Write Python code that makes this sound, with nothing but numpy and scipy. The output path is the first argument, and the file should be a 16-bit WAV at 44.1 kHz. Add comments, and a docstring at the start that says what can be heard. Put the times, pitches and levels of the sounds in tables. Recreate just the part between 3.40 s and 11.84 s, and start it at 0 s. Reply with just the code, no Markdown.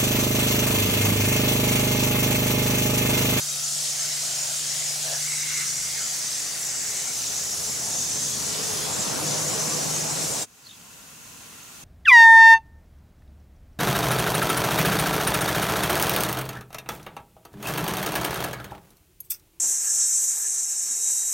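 """A hose jet sprays chopped stalks soaking in a metal bath; a motor hums nearby.
Tiny bubbles hiss, mist rushes, drops splatter and patter; brief gurgles and whistles come and go.
The jet drums ever deeper into the water as it is lifted, ringing the bath and its shell.
At 7 s the scene changes at once to a quiet gas burner under a tank, with one small squeak."""
import sys
import numpy as np
from scipy import signal
from scipy.fft import rfft, irfft, next_fast_len
from scipy.io import wavfile
from scipy.ndimage import uniform_filter1d, map_coordinates

SR = 44100
rng = np.random.default_rng(int(sys.argv[2]) if len(sys.argv) > 2 else 0)


def generate_wav(signal):
    """Clip the signal to [-1, 1] and save it as 16-bit WAV at the path in sys.argv[1]."""
    frames = np.transpose(np.atleast_2d(signal))
    scaled = np.clip(frames, -1, 1) * 32767
    pcm = np.round(scaled).astype(np.int16)
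    wavfile.write(sys.argv[1], SR, pcm)


N = 372192
T = np.arange(N) / SR
CHANGE_S = 7.03

# nozzle path: t/s, hiss edge/Hz, closeness to the stalks/0-1
NOZZLE_PATH = [(0, 8300, 0.6), (.7, 8950, 1), (1.7, 8800, 0.6), (2.4, 8800, 0.5), (3.1, 8600, 0.6),
               (3.6, 8100, 0.3), (4.1, 8000, 0.3), (4.8, 8400, 0.4), (5.4, 8150, 0.4), (6.5, 8060, 0.2),
               (7, 8900, 0)]
# jet sags and swells as the nozzle moves: t/s, half length/s, hiss/dB, mist/dB
JET_SWERVES = [(0, .2, -0.5, 0.5), (0.46, 0.11, 0.7, 0.5), (1.553, 0.036, -3, 2), (1.915, 0.049, 1, -1),
               (2.201, .12, 1, 0), (3.17, 0.1, -3.5, 3), (3.25, 0.37, 0.5, -2.7), (4.28, .1, 0.5, 1.2),
               (4.683, 0.18, 1.5, -1), (5.197, 0.026, -3, 1), (5.4, 0.24, 0, 2), (5.626, 0.026, 3.5, -1),
               (5.822, 0.03, -4.5, 1), (5.92, 0.046, 2, 0), (6.3, 0.32, 1.9, 1), (6.6, 0.055, 0.5, -1.5),
               (6.73, .06, 0.5, -2.5), (6.86, .06, 1, 2.5)]
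# echoes off the bath's sides: delay/ms, gain
WALL_ECHOES = [(1.45, 0.27), (2.049, 0.16), (3.3, 0.16), (4.8, 0.33)]
# gap under a close nozzle: f/Hz, width/Hz, level/dB
GAP_MODES = [(4660, 170, -4), (5270, 150, -4), (5730, 150, -6), (6190, 150, -7), (6750, 200, -10),
             (7280, 200, -8)]
# spray spectra: f/Hz, relative level/dB
HISS_SPECTRUM = [(1500, -37), (3000, -28), (4000, -18), (4900, -8.5), (5700, -2.5), (6400, -1),
                 (7200, -1.1), (8200, -1.5), (9300, -3.5), (11000, -21), (15800, -28)]
MIST_SPECTRUM = [(4000, -22), (7000, -7.5), (8700, 0), (10000, 1.5), (11500, -3), (13300, -11.5),
                 (15800, -22)]
SIZZLE_SPECTRUM = [(6000, -30), (9500, -8), (12000, 0.5), (13500, 0.5), (15800, -2)]
LEAF_SPECTRUM = [(1200, -18), (2200, -6), (3000, -3), (3900, 2), (4700, 1.5), (5400, 1), (6500, -32),
                 (10000, -48)]
STALK_SPECTRUM = [(300, -4), (650, -8.5), (1050, -5.5), (1400, 0.5), (1850, 0.5), (2400, -2.5),
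                  (3000, -2.5), (4500, -36), (9000, -35)]
# drops on leaves, drops on stalks, drumming on water: t/s, base level/dB
LEAF_LEVEL = [(0.0, -39), (0.51, -34.5), (3.13, -39.5), (3.28, -42), (3.97, -38), (4.05, -41), (5.08, -37),
              (7.0, -38), (7.02, -39)]
STALK_LEVEL = [(0, -45.5), (.35, -49.5), (.55, -44.5), (1.05, -43.5), (1.25, -46.5), (1.7, -44), (2.4, -44),
               (3.6, -45), (4.0, -44), (4.8, -46), (5.4, -42), (7, -43.5)]
DRUM_LEVEL = [(0.0, -60), (0.5, -58.5), (2.48, -57), (4.0, -50.5), (4.98, -46.5), (5.25, -42.5), (5.6, -39),
              (5.9, -37.5), (6.3, -39), (6.94, -41), (7.02, -42.5)]
# brief gliding resonances: t/s, length/s, first f/Hz, last f/Hz, width/Hz, final level/dB
BRIEF_RESONANCES = [(0, 0.34, 1320, 1317, 250, -51), (0, 0.66, 4530, 4580, 350, -45),
                    (0, 0.73, 661, 683, 295, -50.5), (0.499, 0.27, 2170, 2000, 450, -46),
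                    (.45, 1.34, 3070, 2960, 900, -47.5), (0.6, 0.88, 5250, 5330, 280, -41),
                    (0.8, 0.31, 704, 666, 280, -45), (0.929, 0.12, 6900, 6850, 220, -33),
                    (1.12, 0.41, 6680, 6760, 220, -38), (1.244, 0.55, 682, 682, 295, -49),
                    (1.277, 0.19, 2030, 2100, 400, -44), (1.63, 0.11, 631, 668, 260, -40.5),
                    (1.665, 0.098, 1716, 1660, 260, -41.5), (1.754, 0.115, 2055, 2130, 300, -43.5),
                    (1.81, 0.15, 7300, 8100, 600, -34), (1.865, 0.071, 2140, 2150, 270, -38.5),
                    (1.95, 0.26, 2148, 2110, 260, -36.5), (2.119, 0.09, 2120, 2080, 280, -39),
                    (1.85, 0.4, 2750, 2780, 400, -45.5), (1.9, 0.3, 3950, 4020, 300, -43),
                    (2.05, 0.22, 1598, 1500, 704, -43), (2.1, 0.27, 5950, 5780, 420, -37),
                    (2.251, 0.37, 2130, 2130, 240, -44.5), (2.401, 0.75, 4730, 4690, 220, -43.5),
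                    (2.548, 0.071, 2110, 1384, 420, -42), (2.65, 0.98, 1962, 1994, 650, -45.5),
                    (3.419, 0.32, 2180, 2266, 280, -48), (2.302, 1.96, 716, 720.5, 250, -54.5),
                    (2.9, 1.0, 2804, 2804, 500, -52), (3.28, 0.33, 7900, 8000, 350, -38),
                    (3.471, 0.22, 6120, 6170, 240, -37), (3.631, .08, 1400, 1400, 150, -49),
                    (4.0, 1.2, 135.1, 135, 110, -49.5), (4.381, 0.19, 733, 772, 280, -42),
                    (4.52, 0.083, 6670, 6620, 260, -39), (4.547, 0.36, 6120, 6450, 280, -34.5),
                    (4.45, 0.92, 201, 215.4, 80, -49.5), (5.17, 0.1, 481, 467, 50, -44),
                    (5.788, 0.088, 309, 311, 30, -41), (5.73, 0.23, 146, 154.6, 60, -42),
                    (5.85, 0.53, 502.5, 496, 60, -43), (6.05, 0.44, 160.5, 150, 50, -43.5),
                    (6.5, 0.43, 149, 149.8, 50, -48), (6.869, 0.13, 549, 660, 150, -42)]
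# churned water: f/Hz, relative level/dB
DRUM_SPECTRUM = [(25, -27), (52, -20), (88, -6), (140, 1), (230, 0), (330, -4), (480, -2), (720, -2),
                 (1150, -5.5), (1700, -17), (3000, -16.5), (6000, -49)]
# bath and shell resonances: f/Hz, width/Hz, relative level/dB
BATH_MODES = [(157, 18, 0), (311, 12, 5), (361, 46, -2), (499.5, 33, 2), (609, 34, 0)]
SHELL_MODES = [(132, 14, -5.5), (427.4, 14.4, 3)]
# jet on a singing spot of the shell: t/s, half length/s, level/dB
SHELL_HITS = [(3.7, 0.44, -62), (4.848, 0.12, -53), (5.352, 0.18, -41), (6.2, 0.23, -46)]
# balance of all water sounds: f/Hz, left minus right/dB
WATER_PAN = [(60, -4), (110, -1.5), (200, -1), (380, -0.5), (700, -1), (1290, 0.5), (2380, -1.5),
             (4400, 0.5), (8120, 1), (15000, 2)]
# motor run: t/s, shaft speed/Hz, hum level/dB, base level of weak tones/dB
MOTOR_RUN = [(0, 24.55, -50.5, -67), (1.2, 24.75, -52, -63), (1.7, 24.9, -47, -63), (2.2, 25.2, -49, -60),
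             (2.65, 25.4, -54, -60), (3, 25.5, -59, -64), (3.7, 25.9, -61, -60.5), (4.3, 26.1, -58, -56),
             (5.2, 25.9, -53.5, -54), (5.65, 25.7, -51, -58), (5.88, 25.6, -40, -59),
             (6.5, 25.4, -42.5, -62), (6.85, 25.6, -47, -58), (7, 25.7, -53, -59)]
# weak motor tones: shaft multiple, relative level/dB
MOTOR_ORDERS = [(3, -2), (5, 1.5), (8, -10.5), (9, -8)]
# gas rush: f/Hz, relative level/dB
GAS_SPECTRUM = [(18, -42), (30, -16), (120, -5.5), (237, -5), (324, -12), (359, -15.5), (808, -13.5),
                (897, -15), (1080, -12.5), (2020, -14.5), (2620, -14.5), (4910, -14), (6540, -10.5),
                (10700, -16), (15500, -19.5)]
# burner tube: f/Hz, width/Hz, relative level/dB
TUBE_MODES = [(440, 53, -7), (1045, 140, -5), (1390, 53, -1), (2650, 210, -3), (6550, 220, -1.5)]
# squeak parts: t/s, f/Hz, half length/s, level/dB, noise share/0-1
SQUEAK_PARTS = [(7.266, 4500, 0.028, -53, .95), (7.271, 4220, 0.0042, -43, .05),
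                (7.296, 3660, 0.0051, -46, .15), (7.313, 3700, .003, -42, .05),
                (7.325, 3400, 0.037, -52.5, 0.9)]
# stereo image: f/Hz, left-right correlation
SPRAY_CORR = [(300, -1.2), (700, 0.4), (1300, 0.53), (2300, 0.22), (3900, 0.69), (4800, 0.49), (5800, 0.76),
              (8000, 0.58), (9300, 0.3), (10500, 0.13), (13300, -0.21), (15500, 0.32)]
WATER_CORR = [(50, 0.82), (150, 0.51), (300, 0.079), (700, 0.13), (1500, 0.06), (3000, 0.21)]
GAS_CORR = [(100, 0.78), (500, 0.58), (2000, 0.28), (7000, 0.36), (14000, .1)]


def amp(db):
    """Decibels to gain."""
    return 10 ** (np.asarray(db) / 20)


def unit(x):
    """Scale to rms 1."""
    return x / np.sqrt(np.mean(x ** 2) + 1e-20)


def along(points, hz):
    """(f/Hz, value) points read on a log axis."""
    f, values = np.transpose(points)
    return np.interp(np.log(hz + 1), np.log(f + 1), values)


def curves(rows):
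    """Per-sample curve for each column after t/s."""
    t_s, *columns = np.transpose(rows)
    return [np.interp(T, t_s, column) for column in columns]


def bump(t_s, half_s):
    """Bell curve of height 1."""
    return np.exp(-((T - t_s) / half_s) ** 2)


def wobble(rate_hz, size=N):
    """Smooth random curve, rms near 1."""
    return map_coordinates(rng.standard_normal(int(size * rate_hz / SR) + 4), [T[:size] * rate_hz])


def filtered(x, response):
    """Apply a frequency response."""
    size = next_fast_len(N + SR // 4)
    return irfft(rfft(x, size) * response(np.fft.rfftfreq(size, 1 / SR)), size)[..., :N]


def ringing(modes, hz):
    """Summed response of resonances."""
    return sum(amp(db) * 1j * hz * width / (f * f - hz * hz + 1j * hz * width) for f, width, db in modes)


def stereo(pair, colour, corr):
    """Filter two independent signals and mix as mid and side, rms 1."""
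    def response(hz):
        angle = np.arccos(np.clip(along(corr, hz), -1, 1)) / 2
        return colour(hz) * np.array([np.cos(angle), np.sin(angle)])
    mid, side = filtered(pair, response)
    return unit(np.array([mid + side, mid - side]))


def shaped(pair, spectrum, corr=SPRAY_CORR):
    """Stereo signal coloured by a spectrum table."""
    return stereo(pair, lambda hz: amp(along(spectrum, hz)), corr)


def turbulence(depth_db, bins=4, frames=16, fft_size=512):
    """Two noises with random gain patches, bins by frames in size."""
    spectra = signal.stft(rng.standard_normal((2, N)), nperseg=fft_size)[2]
    field = rng.standard_normal(spectra.shape[1:])
    patches = unit(uniform_filter1d(uniform_filter1d(field, bins, 0), frames, 1))
    return unit(signal.istft(spectra * amp(depth_db * patches), nperseg=fft_size)[1][:, :N])


def drops(rate_hz):
    """Impacts of random time and size."""
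    return unit((rng.random(N) < rate_hz / SR) * rng.standard_normal((2, N)))


def bubbles(pitch_hz, spread, cycles, rise, count, size):
    """Bubbles ring as damped, rising sines; returns mid and side."""
    t = np.arange(size) / SR
    detune, loudness, pan = rng.standard_normal((count, 4)).T[:3, :, None]
    hz = np.clip(pitch_hz * np.exp(spread * detune), 80, SR / 3)
    age = hz * t / cycles
    envelope = amp(4.2 * loudness) * np.exp(-age) * (1 - np.exp(-hz * t))
    rings = envelope * np.sin(2 * np.pi * hz * t * (1 + rise * np.tanh(age)))
    at = (rng.integers(0, N, (count, 1)) + np.arange(size)).ravel()
    return np.array([unit(np.bincount(at, part.ravel(), N)[:N]) for part in (rings, rings * pan)])


def walls(x):
    """Wall echoes comb the sound; the teeth shift as the nozzle wanders."""
    out = x.copy()
    for delay_ms, gain in WALL_ECHOES:
        delay_s = (delay_ms + 0.11 * wobble(1.1)) / 1000
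        out += gain * np.array([np.interp(T - delay_s, T, channel) for channel in x])
    return out


def hand_sway(x, depth=0.009, rate_hz=2.5):
    """An unsteady hand drifts the pitch."""
    clock = np.cumsum(1 + depth * wobble(rate_hz))
    return np.array([map_coordinates(channel, [clock], mode="mirror") for channel in x])


def nozzle_gap(x):
    """The gap between a close nozzle and the stalks resonates."""
    _, closeness = curves(NOZZLE_PATH)
    resonant = unit(filtered(x, lambda hz: 1 + ringing(GAP_MODES, hz)))
    return (1 - closeness) * x + closeness * resonant


def lowpass(x, edge_hz):
    """Steep low-pass with a moving edge, rms 1."""
    hz, t_s, spectra = signal.stft(x, SR, nperseg=256)
    gain = (1 + (hz[:, None] / np.interp(t_s, T, edge_hz)) ** 24) ** -0.5
    return unit(signal.istft(spectra * gain, SR, nperseg=256)[1][:, :N])


def jet_hiss(level_db=-29.5):
    """Tiny bubbles hiss; lingering narrow bands add a whistling sheen."""
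    swerve_db = sum(db * bump(t_s, half_s) for t_s, half_s, db, _ in JET_SWERVES)
    edge_hz, _ = curves(NOZZLE_PATH)
    fizz = bubbles(pitch_hz=6377, spread=0.14, cycles=170, rise=0.0008, count=4000, size=1200)
    sheen = turbulence(2.5, bins=3, frames=11, fft_size=1024)
    jet = shaped(walls(sheen + 0.33 * drops(4000) + 0.23 * fizz), HISS_SPECTRUM)
    gain = amp(level_db + swerve_db + 0.56 * wobble(22))
    return gain * lowpass(nozzle_gap(hand_sway(jet)), edge_hz)


def mist(rush_db=-36, sizzle_db=-42):
    """Mist rushes; its finest drops sizzle evenly."""
    def droplets(spectrum):
        return shaped(turbulence(1.6, frames=9) + 0.5 * drops(3500), spectrum)
    swerve_db = sum(db * bump(t_s, half_s) for t_s, half_s, _, db in JET_SWERVES)
    rush = amp(rush_db + swerve_db + 0.8 * wobble(13)) * droplets(MIST_SPECTRUM)
    sizzle = amp(sizzle_db + 0.6 * wobble(8.7)) * droplets(SIZZLE_SPECTRUM)
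    return rush + sizzle


def splatter(gain_db=0.5):
    """Larger drops slap wet leaves."""
    leaf_db, = curves(LEAF_LEVEL)
    slaps = turbulence(3.5, bins=3, frames=12, fft_size=1024) + 0.68 * drops(2000)
    return amp(leaf_db + gain_db + 0.62 * wobble(12)) * nozzle_gap(shaped(slaps, LEAF_SPECTRUM))


def patter(drum_share_db=-7):
    """Drops tap the stalks, louder as the drumming grows."""
    stalk_db, = curves(STALK_LEVEL)
    drum_db, = curves(DRUM_LEVEL)
    taps = turbulence(3.5, frames=8) + 0.66 * drops(1400)
    gain = np.hypot(amp(stalk_db), amp(drum_db + drum_share_db))
    return gain * amp(0.53 * wobble(18)) * shaped(taps, STALK_SPECTRUM)


def brief_resonances(attack_s=0.011, release_s=0.032, growth_db=4, hit_rate_hz=8000, side_gain=0.39):
    """Drop-driven gliding bands: hollow gurgles, whistles in the hiss, splatter and low rumbles."""
    size = 2 * SR
    out, age_s = np.zeros((2, N + size)), T[:size]
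    for start_s, length_s, first_hz, last_hz, width_hz, db in BRIEF_RESONANCES:
        progress = np.minimum(age_s / length_s, 1)
        gate = (1 - np.exp(-age_s / attack_s)) * np.exp(-np.maximum(age_s - length_s, 0) / release_s)
        hits = (rng.random(size) < hit_rate_hz / SR) * rng.standard_normal((2, size))
        b, a = signal.iirpeak(first_hz, first_hz / width_hz, fs=SR)
        rings = signal.lfilter(b, a, signal.lfilter(b, a, hits))
        glide_clock_s = np.cumsum((last_hz / first_hz) ** progress) / SR
        mid, side = [np.interp(glide_clock_s, age_s, ring) for ring in rings]
        pair = unit(np.array([mid + side_gain * side, mid - side_gain * side]))
        flutter_db = 1.2 * wobble(55, size)
        at = round(start_s * SR)
        out[:, at:at + size] += amp(db + growth_db * (progress - 1) + flutter_db) * gate * pair
    return out[:, :N]


def plunge(water_gain_db=5.5, bath_gain_db=-3, shell_gain_db=-8.5, shell_cap_db=-54.5):
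    """The jet churns bubbles into the water, drums the bath and makes its shell sing."""
    drum_db, = curves(DRUM_LEVEL)
    gurgle = bubbles(pitch_hz=562, spread=0.51, cycles=5, rise=0.057, count=2500, size=1500)
    churn = turbulence(2.5, frames=6) + 0.5 * drops(1600) + 0.059 * gurgle
    water = shaped(churn, DRUM_SPECTRUM, WATER_CORR)
    bath = stereo(drops(3000), lambda hz: ringing(BATH_MODES, hz), WATER_CORR)
    shell_response = lambda hz: sum(ringing([mode], hz) ** 2 for mode in SHELL_MODES)
    shell = stereo(drops(2400), shell_response, corr=[(430, 0.16)])
    steady = amp(np.minimum(drum_db + shell_gain_db, shell_cap_db))
    swells = sum(amp(db) * bump(t_s, half_s) for t_s, half_s, db in SHELL_HITS)
    drumming = amp(drum_db + water_gain_db) * water + amp(drum_db + bath_gain_db) * bath
    return drumming + (steady + swells) * shell


def motor(hum_order=6, waver_db=3):
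    """A hum and weaker wavering tones, all multiples of the shaft speed."""
    shaft_hz, hum_db, weak_db = curves(MOTOR_RUN)
    phase = 2 * np.pi * np.cumsum(shaft_hz + 0.052 * wobble(8)) / SR
    tone = lambda order: np.sqrt(2) * np.sin(order * phase)
    waver = lambda: amp(waver_db * np.array([wobble(6), wobble(5.5)]))
    weak = sum(amp(db) * waver() * tone(order) for order, db in MOTOR_ORDERS)
    return amp(hum_db + 0.32 * wobble(7)) * tone(hum_order) + amp(weak_db) * weak


def burner(rush_db=-44, tube_db=-51, flame_db=-63, swell_db=13.5, rise_s=0.3):
    """Gas rushes, the tube resonates, the flame flutters; all swell up to their levels."""
    onset = amp(-swell_db * np.exp(-np.maximum(T - CHANGE_S, 0) / rise_s))
    rush = shaped(turbulence(1.1), GAS_SPECTRUM, GAS_CORR)
    tube = stereo(rng.standard_normal((2, N)), lambda hz: ringing(TUBE_MODES, hz), GAS_CORR)
    flame_response = lambda hz: ringing([(150, 33, 0), (238, 92, -2)], hz) ** 2
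    flame = stereo(rng.standard_normal((2, N)), flame_response, GAS_CORR)
    return onset * (amp(rush_db) * rush + amp(tube_db) * tube + amp(flame_db + 1.4 * wobble(12)) * flame)


def squeak(width_hz=1100):
    """A short falling rasp with three clear pips."""
    out = np.zeros(N)
    for t_s, hz, half_s, db, noise_share in SQUEAK_PARTS:
        rasp = unit(filtered(rng.standard_normal(N), lambda f: ringing([(hz, width_hz, 0)], f) ** 2))
        tone = np.sqrt(2) * np.sin(2 * np.pi * hz * T)
        blend = np.sqrt(noise_share) * rasp + np.sqrt(1 - noise_share) * tone
        out += amp(db) * bump(t_s, half_s) * blend
    return out


def scene(fade_s=0.037):
    """Bath and motor crossfade to the burner."""
    water = jet_hiss() + mist() + splatter() + patter() + brief_resonances() + plunge()
    panned = filtered(water, lambda hz: amp(np.outer([0.5, -0.5], along(WATER_PAN, hz))))
    fade = np.clip((T - CHANGE_S) / fade_s, 0, 1)
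    return (1 - fade) ** 2 * (panned + motor()) + fade * (burner() + squeak())


def record(dry, top_hz=15780):
    """Brick-wall low-pass."""
    return filtered(dry, lambda hz: hz < top_hz)


dry = scene()
out = record(dry)
generate_wav(out)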